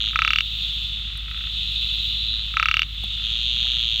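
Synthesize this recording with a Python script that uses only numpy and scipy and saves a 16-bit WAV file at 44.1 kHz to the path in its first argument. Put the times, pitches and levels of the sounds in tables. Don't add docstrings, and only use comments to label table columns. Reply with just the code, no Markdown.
import sys
import numpy as np
from scipy import signal
from scipy.fft import rfft, irfft
from scipy.io import wavfile
from scipy.ndimage import uniform_filter1d, minimum_filter1d

SR = 44100
rng = np.random.default_rng(int(sys.argv[2]) if len(sys.argv) > 2 else 0)


def to_wav(sig):
    pcm = np.clip(np.atleast_2d(sig), -1, 1) * 32767
    pcm = np.round(pcm).astype(np.int16)
    wavfile.write(sys.argv[1], SR, pcm.T)


N = 176400
TIME = np.arange(N) / SR
SIZE = 4096


# start in seconds, relative level in dB.
NEAR_CALLS = [
    [(.1325, -22.5), (.1582, -1), (.19039, 0), (.21941, 4.5), (.24841, 1.5), (.2771, 2), (.30519, 4),
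     (.3334, 0), (.35914, 0), (.38558, -1.5), (.40658, -5)],
    [(2.5405, -21), (2.5693, 0), (2.5976, 2), (2.62739, 4.5), (2.65696, 2), (2.68549, 5.5), (2.71281, 2),
     (2.74122, 3.5), (2.76846, 2.5), (2.79322, 0), (2.81871, -3.5), (2.83068, -11)],
]
# frequency in Hz, gain in dB.
PATH_TO_LISTENER = [(200, -20.5), (600, -5), (850, -3.5), (1200, -1.5), (3000, 0), (6000, 0.5), (6800, -4),
                    (8500, -6), (11500, -8), (14000, -4), (16000, -7)]
# frequency in Hz, gain in dB.
STEM_REFLECTION = [(2500, -40), (4500, -13), (6000, -11), (9000, -2.5), (14000, -2.5)]

def near_frog(level_db=3.5, treble_lag_s=0.00063, treble_from_hz=2200):
    calls = np.zeros(N)
    for call in NEAR_CALLS:
        first, last = call[0][0], call[-1][0]
        for start, db in call:
            progress = (start - first) / (last - first)
            add(calls, start, amp(level_db + db) * throat_click(progress))
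    hz = np.arange(N // 2 + 1) * SR / N
    lag_s = treble_lag_s * hz ** 4 / (hz ** 4 + treble_from_hz ** 4)
    delay_treble = np.exp(-2j * np.pi * np.cumsum(lag_s) * SR / N)
    direct = colour(irfft(rfft(calls) * delay_treble, N), PATH_TO_LISTENER)
    sparkle = through(colour(direct, STEM_REFLECTION), grass_echo(fade_s=0.021))
    return direct + sparkle + amp(-18.5) * through(direct, grass_echo(fade_s=0.048))


# frequency in Hz, width in Hz,
# relative level in dB at the start of a call, and at its end.
THROAT_RESONANCES = [(1292, 117, 31, 13), (1550, 227, 21, 11), (1930, 240, 18.5, 9), (2075, 73, 17.5, 9.5),
                     (2300, 157, 20, 18.5), (2420, 200, 22, 15), (4460, 160, 3.5, 10.5),
                     (5430, 310, -2.5, 0), (5970, 290, -5, -4), (7200, 600, -38, -13),
                     (10000, 3000, -33, -31), (14200, 1100, -23, -15)]

def throat_click(progress):
    climbing_hz = 2630 + (2862 - 2630) * progress
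    climbing_db = 21 + (27.7 - 21) * progress
    resonances = [(climbing_hz, 252, climbing_db)]
    for hz, width, start_db, end_db in THROAT_RESONANCES:
        resonances.append((hz, width, start_db + (end_db - start_db) * progress))
    return ring(resonances, steepness=1.65, bass_cut_hz=933)


# time in seconds, clicks per second, relative level in dB.
BUZZ_CALLS = [
    [(.0035, 109.1, -1), (.015, 109, .5), (.07, 105.6, -1.5), (.09, 124.4, -2.5), (.125, 131, -13)],
    [(3.2218, 109.9, -10), (3.25, 110.1, -4), (3.33, 116.1, -4.5), (3.43, 120.2, -2), (3.53, 122.4, -1.5),
     (3.62, 120, -1.5), (3.69, 125.1, -.5), (3.76, 117.9, -.3), (3.85, 115.7, -.3), (4.0, 110.3, -.5)],
]
# frequency in Hz, half length in seconds, relative level in dB.
BUZZ_TONES = [(3472, 0.00037, -9.5), (2754, 0.00053, -29.5), (1900, 0.00032, -44), (6310, 0.00032, -36.5),
              (8640, 0.00011, -47.5)]
# frequency in Hz, width in Hz, relative level in dB.
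BUZZ_RESONANCES = [(2880, 230, 2), (3220, 150, 8), (3613, 180, 11), (6600, 700, -16)]

def buzzing_frog(peak_s=0.00115, ring_lag_s=0.0027):
    train = amp(-0.5) * sum(clicks(rows, spread_db=0.9) for rows in BUZZ_CALLS)
    t = TIME[:SIZE] - peak_s
    burst = 0
    for hz, half_length, db in BUZZ_TONES:
        swell = np.exp(-(t / half_length) ** 2 / 2)
        burst = burst + amp(db) * swell * np.cos(2 * np.pi * hz * t)
    out = through(train, burst)
    uneven_train = train * amp(-1 + 2 * wander(140))
    after_ring = through(uneven_train, ring(BUZZ_RESONANCES, steepness=2.2, bass_cut_hz=2330))
    add(out, ring_lag_s, after_ring)
    return out


# time in seconds, clicks per second, relative level in dB.
TRILL_CALL = [(1.5, 160, -20), (1.62, 117, -5.5), (1.9, 118, -1.5), (2.15, 106, -1), (2.35, 111, 2),
              (2.42, 107, -2.5), (2.44, 104, -18)]
# frequency in Hz, width in Hz, relative level in dB.
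TRILL_RESONANCES = [(3670, 250, 9.4), (3910, 293, 14.2)]

def trilling_frog():
    train = amp(0.5) * clicks(TRILL_CALL, spread_db=0.5)
    direct = through(train, ring(TRILL_RESONANCES, steepness=4.4, bass_cut_hz=2200))
    return direct + amp(-9.5) * through(direct, grass_echo(fade_s=0.037))


# start in seconds, length in seconds, clicks per second, relative level in dB.
FAR_CALLS = [(0.007, 0.14, 30, -23), (0.608, 0.19, 35, -34.5), (.97, 0.44, 38, -30.5),
             (1.282, .21, 31.7, -21.5), (1.753, .3, 27, -32.5), (2.307, .22, 35, -29.5),
             (3.175, 0.22, 43, -27.5), (3.567, 0.29, 30, -27)]
# frequency in Hz, width in Hz, relative level in dB.
FAR_RESONANCES = [(1310, 150, 23), (1530, 220, 20), (1950, 300, 19.5), (2670, 480, 24.5)]

def far_frogs():
    calls = 0
    for start, length, rate, db in FAR_CALLS:
        swell = [(start, rate, db - 3), (start + .3 * length, rate, db), (start + length, rate, db - 5)]
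        train = clicks(swell, spread_db=1.8)
        calls = calls + train + amp(-6) * through(train, grass_echo(fade_s=0.076))
    return through(calls, ring(FAR_RESONANCES, steepness=2.2, bass_cut_hz=1150))


# time in seconds, level in dB.
CHORUS_LEVELS = [(0, -28.5), (.25, -29), (.44, -29), (.66, -25.5), (.9, -28.5), (1.05, -31.5), (1.25, -34),
                 (1.42, -30), (1.6, -26.5), (1.9, -25), (2.1, -26), (2.3, -28), (2.55, -30), (2.88, -35.5),
                 (3.05, -28), (3.25, -27), (3.5, -28), (4, -29)]
# frequency in Hz, relative level in dB.
CHORUS_TONE = [(1060, -77), (1800, -48), (2260, -26), (2610, -10), (2810, -8), (3000, -6), (3220, -5),
               (3580, 1.5), (3960, -5.5), (4260, -16.5), (5060, -32.5), (5840, -35.5), (6990, -32.5),
               (8790, -47), (10000, -49), (13000, -77), (22000, -120)]

def frog_chorus(frogs=9, clicks_per_s=114):
    voices = 0
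    for _ in range(frogs):
        rate = clicks_per_s * (1 + .05 * rng.standard_normal() + .03 * wander(6))
        train = np.diff(np.floor(np.cumsum(rate) / SR), prepend=0)
        waver_db = 1.34 * wander(90) + 0.9 * wander(3.22)
        voices = voices + through(train * amp(waver_db), grass_echo(fade_s=0.05))
    return unit(colour(voices, CHORUS_TONE)) * amp(curve(CHORUS_LEVELS))


# start in seconds, centre frequency in Hz, width in Hz,
# seconds to fade by 60 dB, starting level in dB.
GRASS_TICKS = [(1.175, 10100, 2200, 0.012, -38), (1.304, 12000, 6000, .04, -56),
               (1.377, 11500, 4000, .02, -52), (1.719, 11300, 6000, 0.013, -48),
               (3.038, 11500, 6000, .015, -40), (3.037, 650, 1300, 0.04, -43), (3.04, 150, 70, 0.076, -36),
               (3.259, 11000, 6000, .02, -50), (3.652, 750, 350, 0.025, -40)]

def grass_ticks():
    out = np.zeros(N)
    for start, hz, width, fade_s, db in GRASS_TICKS:
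        band = ring([(hz, width, 0)], steepness=1.4, bass_cut_hz=80)
        noise = unit(through(rng.standard_normal(N), band))[-SIZE:]
        add(out, start, noise * amp(db - 60 * TIME[:SIZE] / fade_s))
    return out


# time in seconds, level in dB.
INSECT_LEVELS = [(0, -66), (.65, -59), (1.1, -70), (1.5, -64.5), (2.05, -57.5), (2.4, -66), (2.9, -67),
                 (3.5, -64), (4, -61)]

def insects(centre_hz=14600, width_hz=1700):
    band = ring([(centre_hz, width_hz, 0)], steepness=0.99, bass_cut_hz=9000)
    hiss = unit(through(rng.standard_normal(N), band))
    return hiss * amp(curve(INSECT_LEVELS) + 1.2 * wander(60))


# multiple of the shaft's turning rate, level in dB.
ENGINE_TONES = [(3, -61), (4, -34), (5, -49), (6, -63), (7, -54), (8, -49), (11, -53), (12, -58.5),
                (14, -64.5)]

def far_engine(turns_per_s=12.95, waver_db=0.5):
    angle = 2 * np.pi * np.cumsum(turns_per_s * (1 + 0.0019 * wander(2.4))) / SR
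    return sum(np.sqrt(2) * amp(db + waver_db * wander(3.2)) * np.sin(multiple * angle)
               for multiple, db in ENGINE_TONES)


# frequency in Hz, relative level in dB.
AIR_TONE = [(25, -38), (60, -6.5), (120, -17.5), (200, -18.5), (300, -31.5), (450, -40), (800, -41),
            (1050, -36), (1300, -27), (1600, -34.5), (2200, -25.5), (5000, -44), (11000, -54.5),
            (16000, -51.5)]

def night_air():
    return amp(-12) * colour(rng.standard_normal(N), AIR_TONE)


def grass_echo(fade_s):
    t = TIME[:SIZE]
    build_up = 1 - np.exp(-t / .002)
    tail = rng.standard_normal(SIZE) * amp(-60 * t / fade_s) * build_up
    return tail / np.sqrt(np.sum(tail ** 2))


def clicks(rows, spread_db, jitter_s=0.00002):
    calling = (TIME >= rows[0][0]) & (TIME <= rows[-1][0])
    clicks_so_far = np.ceil(np.cumsum(curve(rows) * calling) / SR)
    due = np.flatnonzero(np.diff(clicks_so_far, prepend=0))
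    louder, later = rng.standard_normal((SIZE, 2))[:len(due)].T
    played = np.clip(due + np.round(jitter_s * SR * later).astype(int), 0, N - 1)
    out = np.zeros(N)
    out[played] = amp(curve(rows, column=2)[due] + spread_db * louder)
    return out


def ring(resonances, steepness, bass_cut_hz):
    freqs = np.arange(SIZE // 2 + 1) * SR / SIZE
    power = sum(amp(db) ** 2 / (1 + (2 * (freqs - hz) / width) ** 2 / steepness) ** steepness
                for hz, width, db in resonances)
    power = power / (1 + (bass_cut_hz / (freqs + 1)) ** 8) + 1e-6
    cepstrum = irfft(np.log(power) / 2)
    one_sided = np.r_[cepstrum[0], 2 * cepstrum[1:SIZE // 2]]
    return irfft(np.exp(rfft(one_sided, SIZE)))[:SIZE // 2]


def wander(rate):
    hold = int(SR / rate)
    steps = np.repeat(rng.standard_normal(N // hold + 1), hold)
    return unit(uniform_filter1d(uniform_filter1d(steps, hold), hold)[:N])


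def colour(x, points):
    hz, db = np.array(points).T
    freqs = np.arange(N // 2 + 1) * SR / N
    gain_db = np.interp(np.log(freqs + 1), np.log(hz), db)
    return irfft(rfft(x) * amp(gain_db), N)


def curve(rows, column=1):
    rows = np.array(rows)
    return np.interp(TIME, rows[:, 0], rows[:, column])


def through(x, response):
    return signal.fftconvolve(x, response)[:N]


def add(out, start, sound):
    i = int(np.clip(start * SR, 0, N - 1))
    out[i:i + len(sound)] += sound[:N - i]


def amp(db):
    return 10 ** (np.asarray(db) / 20)


def unit(x):
    return x / np.sqrt(np.mean(x ** 2))


def scene():
    air = night_air()
    frogs = near_frog() + far_frogs() + buzzing_frog() + trilling_frog() + frog_chorus()
    return (frogs + insects() + far_engine() + grass_ticks() + air)[None]


def record(dry, limit=0.73, top_hz=15850):
    needed_gain = np.minimum(1, limit / (np.abs(dry) + 1e-9))
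    held_gain = minimum_filter1d(needed_gain, size=177)
    smooth_gain = uniform_filter1d(uniform_filter1d(held_gain, size=89), size=89)
    treble_cut = signal.ellip(10, .2, 80, top_hz, fs=SR, output="sos")
    return signal.sosfilt(treble_cut, dry * smooth_gain)


dry = scene()
out = record(dry)
to_wav(out)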